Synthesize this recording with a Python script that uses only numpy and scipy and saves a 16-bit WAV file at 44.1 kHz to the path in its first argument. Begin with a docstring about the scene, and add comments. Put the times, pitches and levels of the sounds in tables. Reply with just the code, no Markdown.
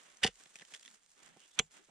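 """Two ice axes in a frozen waterfall

A climber plants two axes, an arm's length away. The left pick crunches in through several fractures;
the right one bites at once and its steel rings briefly. Each time, the wall thuds and booms as the
shaft stops, and crushed ice settles. Between the blows the ice crackles under the loaded pick,
shifts of weight knock softly, and stiff clothing rustles with each move."""
import sys
import numpy as np
from scipy import signal
from scipy.fft import rfft, irfft
from scipy.io import wavfile
from scipy.ndimage import uniform_filter1d

SR = 44100
rng = np.random.default_rng(int(sys.argv[2]) if len(sys.argv) > 2 else 0)


def generate_wav(sig):
    """Save sig (samples, or channels by samples) to the path in sys.argv[1] as 16-bit PCM at SR."""
    pcm = np.round(np.clip(np.atleast_2d(sig).T, -1, 1) * 32767).astype(np.int16)
    wavfile.write(sys.argv[1], SR, pcm)


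N = 83790

# tone of the still air, the rubbing cloth and its hiss (frequency [Hz], level [dB])
AIR_TONE = [(15, -7), (40, -5), (90, -14.5), (300, -19.5), (2000, -30), (15000, -45.5)]
RUB_TONE = [(30, -24.5), (90, -23.5), (170, -0.5), (450, -0.5), (900, -0.5), (1700, 2.5), (2600, -0.5),
            (3400, -0.5), (4500, -13), (8000, -30), (15000, -39.5)]
HISS_TONE = [(100, -38.5), (1500, -13), (3300, -3.5), (5000, -1.5), (7300, 4.5), (9200, 0), (10500, -18),
             (14000, -21), (16000, -36)]
# how loud the clothing is (time [s], rub level [dB], hiss level [dB])
RUSTLE_LEVELS = [(0, -63, -64), (.1, -66.5, -66), (0.212, -71, -69.5), (0.23, -47, -60), (.30, -70, -70.5),
                 (.345, -78.5, -68), (.41, -64.5, -62.5), (.48, -71.5, -66), (.68, -72, -66),
                 (0.744, -62, -58), (.785, -72, -65.5), (.87, -69, -65), (0.949, -69, -63.5),
                 (0.999, -77.5, -74.5), (1.131, -79, -69.5), (1.179, -68.5, -69.5), (1.271, -63, -65),
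                 (1.319, -70.5, -72.5), (1.429, -69, -65), (1.49, -75.5, -70), (1.552, -74, -65),
                 (1.587, -52.5, -71.5), (1.64, -81.5, -70), (1.699, -77.5, -76), (1.724, -68.5, -62),
                 (1.77, -60.5, -63), (1.82, -71, -71.5), (1.87, -77, -72.5), (1.9, -69, -69.5)]
# a sleeve drags (peak time [s], half length [s], level [dB], pitch [Hz], resonance width [Hz])
SLEEVE_DRAGS = [(0.888, 0.053, -75, 214, 60), (1.312, 0.066, -74, 185, 70), (1.43, 0.052, -68, 2900, 900),
                (1.54, 0.03, -70.5, 3480, 500), (1.797, 0.038, -67.5, 321, 90)]

# knocks: weight shifts, crushed ice settles, the wall takes a blow and then shudders
# (time [s], length [s], level [dB], fade time [s])
WEIGHT_BUMPS = [(.457, 0.0077, -67.5, 0.0027), (.555, .006, -65, 0.0072), (.611, 0.013, -62.5, 0.0062),
                (.72, 0.0059, -66, 0.0072), (1.362, 0.0098, -62, 0.0087), (1.884, .012, -67, 0.0062)]
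GRIT_BURSTS = [(.253, 0.023, -46, 0.0049), (1.598, 0.0014, -37.5, 0.0045), (1.61, 0.0024, -72, 0.027)]
WALL_THUDS = [(.232, .008, -44, 0.0075), (.2435, .006, -30, 0.0034), (.279, 0.0029, -44, 0.0056),
              (1.595, 0.0023, -34, 0.0031), (1.605, .004, -56, 0.0141)]
WALL_SHUDDERS = [(.246, .008, -51, .006), (1.6, 0.018, -59.5, 0.026)]
# tone of each kind of knock (frequency [Hz], level [dB])
BUMP_TONE = [(30, -27), (90, -16.5), (170, 3.5), (250, -3.5), (380, -1.5), (600, -5.5), (780, -2),
             (1200, -16), (4000, -33), (10000, -46)]
GRIT_TONE = [(100, -7.5), (600, 5.5), (1100, -3.5), (1800, 1.5), (2500, 8), (3500, -5.5), (5000, -9.5),
             (8500, -6.5), (11000, -29), (16000, -38.5)]
THUD_TONE = [(25, -18.5), (60, -6.5), (110, -4), (200, -3.5), (320, -11.5), (470, 0.5), (630, -19),
             (750, -4.5), (950, -15), (1600, -20.5), (4000, -64.5)]
SHUDDER_TONE = [(15, -8), (40, 3), (75, -1), (130, -1.5), (220, -14.5), (600, -46), (2000, -82.5)]

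# ice cracks under load and a chip rings (time [s], length [s], level [dB], treble [dB], chip pitch [Hz])
LOAD_CRACKS = [(0.1705, 0.00072, -70, 18, 5960), (0.3557, 0.0016, -67, 11.5, 6700),
               (.457, 0.0055, -57, -23, 3420), (.556, 0.0027, -47.5, 0.5, 2490),
               (0.564, 0.0011, -53, -1, 3100), (0.588, 0.00082, -53, -4, 3530),
               (.5962, 0.0021, -51, -7, 3290), (.609, 0.0051, -55, -23, 3200),
               (0.618, 0.0015, -53.5, -15, 2460), (0.6193, 0.0054, -53.5, -18, 1830),
               (0.65, 0.0028, -61, 5, 3170), (0.722, 0.0027, -55, -17, 3520),
               (0.7372, 0.0074, -48, -6.5, 2950), (.748, 0.0003, -40.5, -0.5, 3400),
               (0.763, 0.0017, -59, 5.5, 3500), (0.795, 0.0024, -65, 10, 4630),
               (.81, .002, -71, 14.5, 7400), (0.827, 0.00075, -64, 10, 5600),
               (0.8305, 0.00059, -64, 14, 3310), (0.8506, 0.001, -57.5, 6.5, 3400),
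               (.858, 0.0039, -55, 4, 3400), (0.866, 0.00087, -70, 10, 5600),
               (.878, 0.0018, -48, -17, 3640), (1.033, 0.00089, -74, 10, 7100),
               (1.848, 0.00089, -70, 6, 6300)]
# tone of those small cracks (frequency [Hz], level [dB])
CRACKLE_TONE = [(100, -21), (500, -11), (1200, -13.5), (1900, 4), (2300, -1), (3300, 0), (4500, -5),
                (6500, -1), (9000, -4), (11000, -23.5), (15500, -37.5)]

# each blow rings (time [s], bite level [dB], steel level [dB])
BLOW_RINGS = [(.2365, -35, -58.5), (1.5952, -42.5, -44)]
# the wall booms (time [s], level [dB], multiplier on the wall's ring times)
WALL_BOOMS = [(.2465, -30.5, 0.95), (1.5981, -35, 0.53)]
# brief, bright ringing tones of the pick biting into the ice, and the higher ring of its steel
# (pitch [Hz], level [dB], time to fade by 60 dB [s])
BITE_NOTES = [(1968, -7, .06), (2627, -7, .06), (2856, -2, .07), (2975, -3, .06), (3330, 6, .03),
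              (3483, -1, .06)]
STEEL_NOTES = [(6520, -9.5, .085), (7100, 1, 0.14), (7150, -11.5, .07)]
# natural notes of the wall (pitch [Hz], level [dB], ring time before the multiplier [s])
WALL_NOTES = [(37.5, -23.5, 0.28), (67.4, -22, 0.11), (154.2, -12, 0.11), (208, -2.5, .065),
              (454, 3.5, 0.057), (753.6, -0.5, 0.058)]

# fractures under each pick (time [s], length [s], level [dB], treble [dB], right minus left [dB])
LEFT_FRACTURES = [(.2318, 0.0034, -28.5, -1.5, 5), (.2361, 0.00076, -22.5, 3, 1.5),
                  (.2384, 0.0019, -22.5, -1, 4.5), (.2443, 0.0016, -24, 2.5, 2),
                  (.2468, .002, -26.5, -1, -1), (.2525, 0.0028, -33, -5.5, 1.5), (.2637, .002, -28, -7, -3),
                  (.2663, 0.00089, -29, -1, 1.5), (.2715, 0.0018, -33, 3.5, 2), (.2759, 0.0016, -32, -2, 2),
                  (.2795, 0.0064, -49, -11.5, 2)]
RIGHT_FRACTURES = [(1.5893, .0012, -29, -1.5, 15), (1.5907, .0017, -21, 4, 1),
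                   (1.5952, .0018, -17, -12.5, 3.3)]
# tone of the ice and axe at each spot (frequency [Hz], level [dB])
LEFT_TONE = [(100, -22.5), (600, -19), (1150, -23), (1550, -10), (1930, -0.5), (2300, -8), (2650, -4.5),
             (2950, 4), (3200, -6), (3500, 0.5), (4000, -16.5), (4450, -5.5), (5200, -9.5), (6500, -11),
             (8800, -11.5), (10500, -36.5), (14000, -47.5), (16000, -42)]
RIGHT_TONE = [(100, -31), (700, -16), (1150, -15.5), (1500, -11.5), (1900, -14), (2350, -2.5), (2850, -8.5),
              (3350, 6), (3700, -9.5), (4100, -6), (4800, -22), (5500, -13), (6250, -4.5), (7500, -19),
              (8800, -13), (9700, -30.5), (14500, -46), (16000, -49)]
# which side each blow leans to (frequency [Hz], right minus left [dB])
LEFT_BALANCE = [(500, 9.5), (2000, -2), (5000, -0.5), (9000, 0), (14000, -4)]
RIGHT_BALANCE = [(500, -3.5), (1300, 9), (2400, -2.5), (3400, 5), (5000, -2.5), (6300, -5.5), (7500, -17),
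                 (8800, 6.5), (14000, -1)]
# how far the left microphone lags the right (frequency [Hz], phase [radians])
MIC_LAG = [(3400, 0.13), (5400, 0.97), (7300, 2.24), (8600, 3.5), (10500, 0.4), (15000, 1.793)]


def amp(db):
    """Turns decibels into a number to multiply by."""
    return 10 ** (np.asarray(db) / 20)


def unit(x):
    """Scales a signal to an average power of 1."""
    return x / np.sqrt(np.mean(x ** 2) + 1e-20)


def look_up(points, hz):
    """Reads between a table's rows on a logarithmic frequency scale."""
    frequencies, values = np.transpose(points)
    return np.interp(np.log(hz + 1), np.log(frequencies + 1), values)


def add(mix, start, sound):
    """Mixes a sound in at a start time in seconds."""
    part = mix[:, round(start * SR):][:, :sound.shape[-1]]
    part += sound[..., :part.shape[1]]


def pan(db):
    """Left and right gains that make the right side louder by db."""
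    return amp(np.array([[-.5], [.5]]) * db)


def stereo(a, b, likeness):
    """Blends two noises into left and right: likeness 0 is unrelated, 1 is identical."""
    return np.sqrt((1 + likeness) / 2) * a + np.sqrt((1 - likeness) / 2) * np.array([b, -b])


def colour(x, tone, balance=None, size=8192):
    """Filters a sound to a tone table and, if given, a left-right balance table."""
    hz = abs(np.fft.fftfreq(size, 1 / SR))
    gain = unit(amp(look_up(tone, hz))) * pan(look_up(balance, hz) if balance else 0)
    # this phase keeps the filter from sounding before it is struck
    response = np.exp(np.conj(signal.hilbert(np.log(gain + 1e-6))))
    taps = np.fft.ifft(response).real[:, :size // 2] * np.hanning(size)[size // 2:]
    return signal.oaconvolve(x, taps, axes=1)[:, :N]


def resonate(x, hz, width_hz):
    """A resonance: lets through the sound near one pitch."""
    decay = np.exp(-np.pi * width_hz / SR)
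    return 2 * signal.lfilter([1 - decay], [1, -decay * np.exp(2j * np.pi * hz / SR)], x).real


def burst(length, rise_s, fade_s, size=8192):
    """A short spray of tiny cracks that rises, holds and fades."""
    t = np.arange(size) / SR
    shape = np.minimum(t / rise_s, 1) * np.exp(-np.maximum(t - length, 0) / fade_s)
    spray = rng.standard_normal(size) * shape
    for _ in range(3):  # even out the frequencies, then restore the shape in time
        spectrum = rfft(spray)
        spray = irfft(spectrum / (abs(spectrum) + 1e-12))
        spray = shape * spray / np.sqrt(abs(uniform_filter1d(spray ** 2, 64)) + 1e-14)
    return spray


def still_air(level_db=-89):
    """A very faint, low, steady hush."""
    return amp(level_db) * colour(stereo(*rng.standard_normal((2, N)), likeness=0.27), AIR_TONE)


def clothing(grains_per_s=700, grain_spread_db=4.5, grain_db=-0.5, flutter_db=1.52):
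    """Stiff fabric rubs and hisses with each move, with fine grains of frost in it."""
    times, rub_db, hiss_db = np.transpose(RUSTLE_LEVELS)
    t = np.arange(N) / SR
    rub = stereo(*rng.standard_normal((2, N)), likeness=0.22)
    hiss = stereo(*rng.standard_normal((2, N)), likeness=0.085)
    slow_noise = uniform_filter1d(uniform_filter1d(rng.standard_normal(N), 300), 200)
    grain_hits = rng.random(N) < grains_per_s / SR
    grain_sizes = amp(grain_spread_db * np.minimum(rng.exponential(1, N), 4))
    grains = grain_hits * grain_sizes * rng.choice([-1, 1], N)
    grains = unit(grains * pan(6 * rng.standard_normal(N)))  # each grain has its own direction
    frosty_hiss = unit(hiss + amp(grain_db) * grains)
    rub = colour(rub, RUB_TONE) * pan(db=5) * amp(np.interp(t, times, rub_db))
    hiss = colour(frosty_hiss, HISS_TONE) * pan(db=2) * amp(np.interp(t, times, hiss_db))
    return amp(flutter_db * unit(slow_noise)) * (rub + hiss)


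def sleeve_drags():
    """Fabric slides over itself and swells into a hollow or raspy note."""
    out, t = np.zeros((2, N)), np.arange(N) / SR
    for peak, half_length, db, hz, width_hz in SLEEVE_DRAGS:
        friction = stereo(*rng.standard_normal((2, N)), likeness=0.37)
        note = resonate(resonate(friction, hz, width_hz), hz, width_hz)
        out += amp(db) * np.exp(-((t - peak) / half_length) ** 2) * unit(note)
    return pan(db=2) * out


def knocks(rows, tone, rise_s, pan_db):
    """Short bursts take on the tone of whatever is knocked: a bump, a thud or a gritty crunch."""
    out = np.zeros((2, N))
    for start, length, db, fade_s in rows:
        add(out, start, amp(db) * burst(length, rise_s, fade_s))
    return pan(pan_db) * colour(out, tone)


def crack(length, treble_db, likeness, fade_s, scatter_db):
    """Ice breaks: one snap inside a spray of tiny cracks, then loose chips and echoes off the wall."""
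    rise_s, snap_db, scatter_fade_s, treble_hz = .0004, -5.5, 0.014, 4360
    spray = stereo(burst(length, rise_s, fade_s), burst(length, rise_s, fade_s), likeness)
    spray[:, round(.3 * length * SR)] += amp(snap_db) * np.linalg.norm(spray[0])  # the snap, 30% in
    t = np.arange(spray.shape[1]) / SR
    scatter_shape = np.minimum(t / length, 1) * np.exp(-t / scatter_fade_s)
    scatter = scatter_shape * stereo(*rng.standard_normal(spray.shape), likeness * 0.68)
    sound = spray / np.hypot(1, amp(snap_db)) + amp(scatter_db) * scatter
    treble = signal.sosfilt(signal.butter(1, treble_hz, "high", fs=SR, output="sos"), sound)
    return sound + (amp(treble_db) - 1) * treble


def crackling(chip_db=10):
    """Small cracks round the loaded pick, each with the brief tinkle of one chip."""
    out = np.zeros((2, N))
    for start, length, db, treble_db, chip_hz in LOAD_CRACKS:
        snap = crack(length, treble_db, likeness=0.31, fade_s=0.0015, scatter_db=-15)
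        tinkle = amp(chip_db) * resonate(snap, chip_hz, width_hz=170)
        add(out, start, amp(db) * (snap + tinkle))
    return pan(db=1) * colour(out, CRACKLE_TONE)


def ring(notes, rise_s):
    """A few pure tones start together, and each dies away at its own rate."""
    t = np.arange(SR // 3) / SR
    sound = np.zeros_like(t)
    for hz, db, ring_s in notes:
        fade = np.exp(-np.log(1000) * t / ring_s)
        sound += amp(db) * fade * np.sin(2 * np.pi * (hz * t + rng.random()))
    return np.minimum(t / rise_s, 1) * sound


def ringing():
    """The pick bites with brief, bright tones and its steel rings; the wall booms under them."""
    out = np.zeros((2, N))
    for start, bite_db, steel_db in BLOW_RINGS:
        add(out, start, amp(bite_db) * pan(db=-1) * ring(BITE_NOTES, rise_s=0.00099))
        add(out, start, amp(steel_db) * pan(db=-2) * ring(STEEL_NOTES, rise_s=0.0011))
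    for start, db, multiplier in WALL_BOOMS:
        notes = [(hz, level, ring_s * multiplier) for hz, level, ring_s in WALL_NOTES]
        add(out, start, amp(db) * pan(db=2) * ring(notes, rise_s=0.0011))
    return out


def pick_strike(fractures, tone, balance, likeness, fade_s, scatter_db):
    """A pick breaks its way in; the ice and the axe give each fracture its tone."""
    out = np.zeros((2, N))
    for start, length, db, treble_db, pan_db in fractures:
        add(out, start, amp(db) * pan(pan_db) * crack(length, treble_db, likeness, fade_s, scatter_db))
    return colour(out, tone, balance)


def scene():
    """Two blows, the crackling between them, the climber's movements and still air."""
    left = pick_strike(LEFT_FRACTURES, LEFT_TONE, LEFT_BALANCE,
                       likeness=0.85, fade_s=0.0014, scatter_db=-18)
    right = pick_strike(RIGHT_FRACTURES, RIGHT_TONE, RIGHT_BALANCE,
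                        likeness=0.95, fade_s=0.00086, scatter_db=-35.5)
    grit = knocks(GRIT_BURSTS, GRIT_TONE, rise_s=0.0022, pan_db=10)
    thuds = knocks(WALL_THUDS, THUD_TONE, rise_s=0.0039, pan_db=2)
    shudders = knocks(WALL_SHUDDERS, SHUDDER_TONE, rise_s=.004, pan_db=3.5)
    bumps = knocks(WEIGHT_BUMPS, BUMP_TONE, rise_s=0.0021, pan_db=4)
    blows = left + right + grit + thuds + shudders
    return still_air() + crackling() + blows + ringing() + bumps + clothing() + sleeve_drags()


def record(dry, cutoff_hz=15800):
    """The two microphones fall out of step in the treble, and the very highest sounds are cut."""
    hz = np.fft.rfftfreq(2 * N, 1 / SR)
    lag = np.interp(hz, *np.transpose([(0.018, 0.0062)] + MIC_LAG))
    phase_shift = np.exp(1j * np.array([[-.5], [.5]]) * lag)
    mics = irfft(rfft(dry, 2 * N) * phase_shift)[:, :N]
    low_pass = signal.firwin(511, cutoff_hz, window=("kaiser", 9), fs=SR)
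    return signal.oaconvolve(mics, low_pass[None], "same")


dry = scene()
out = record(dry)
generate_wav(out)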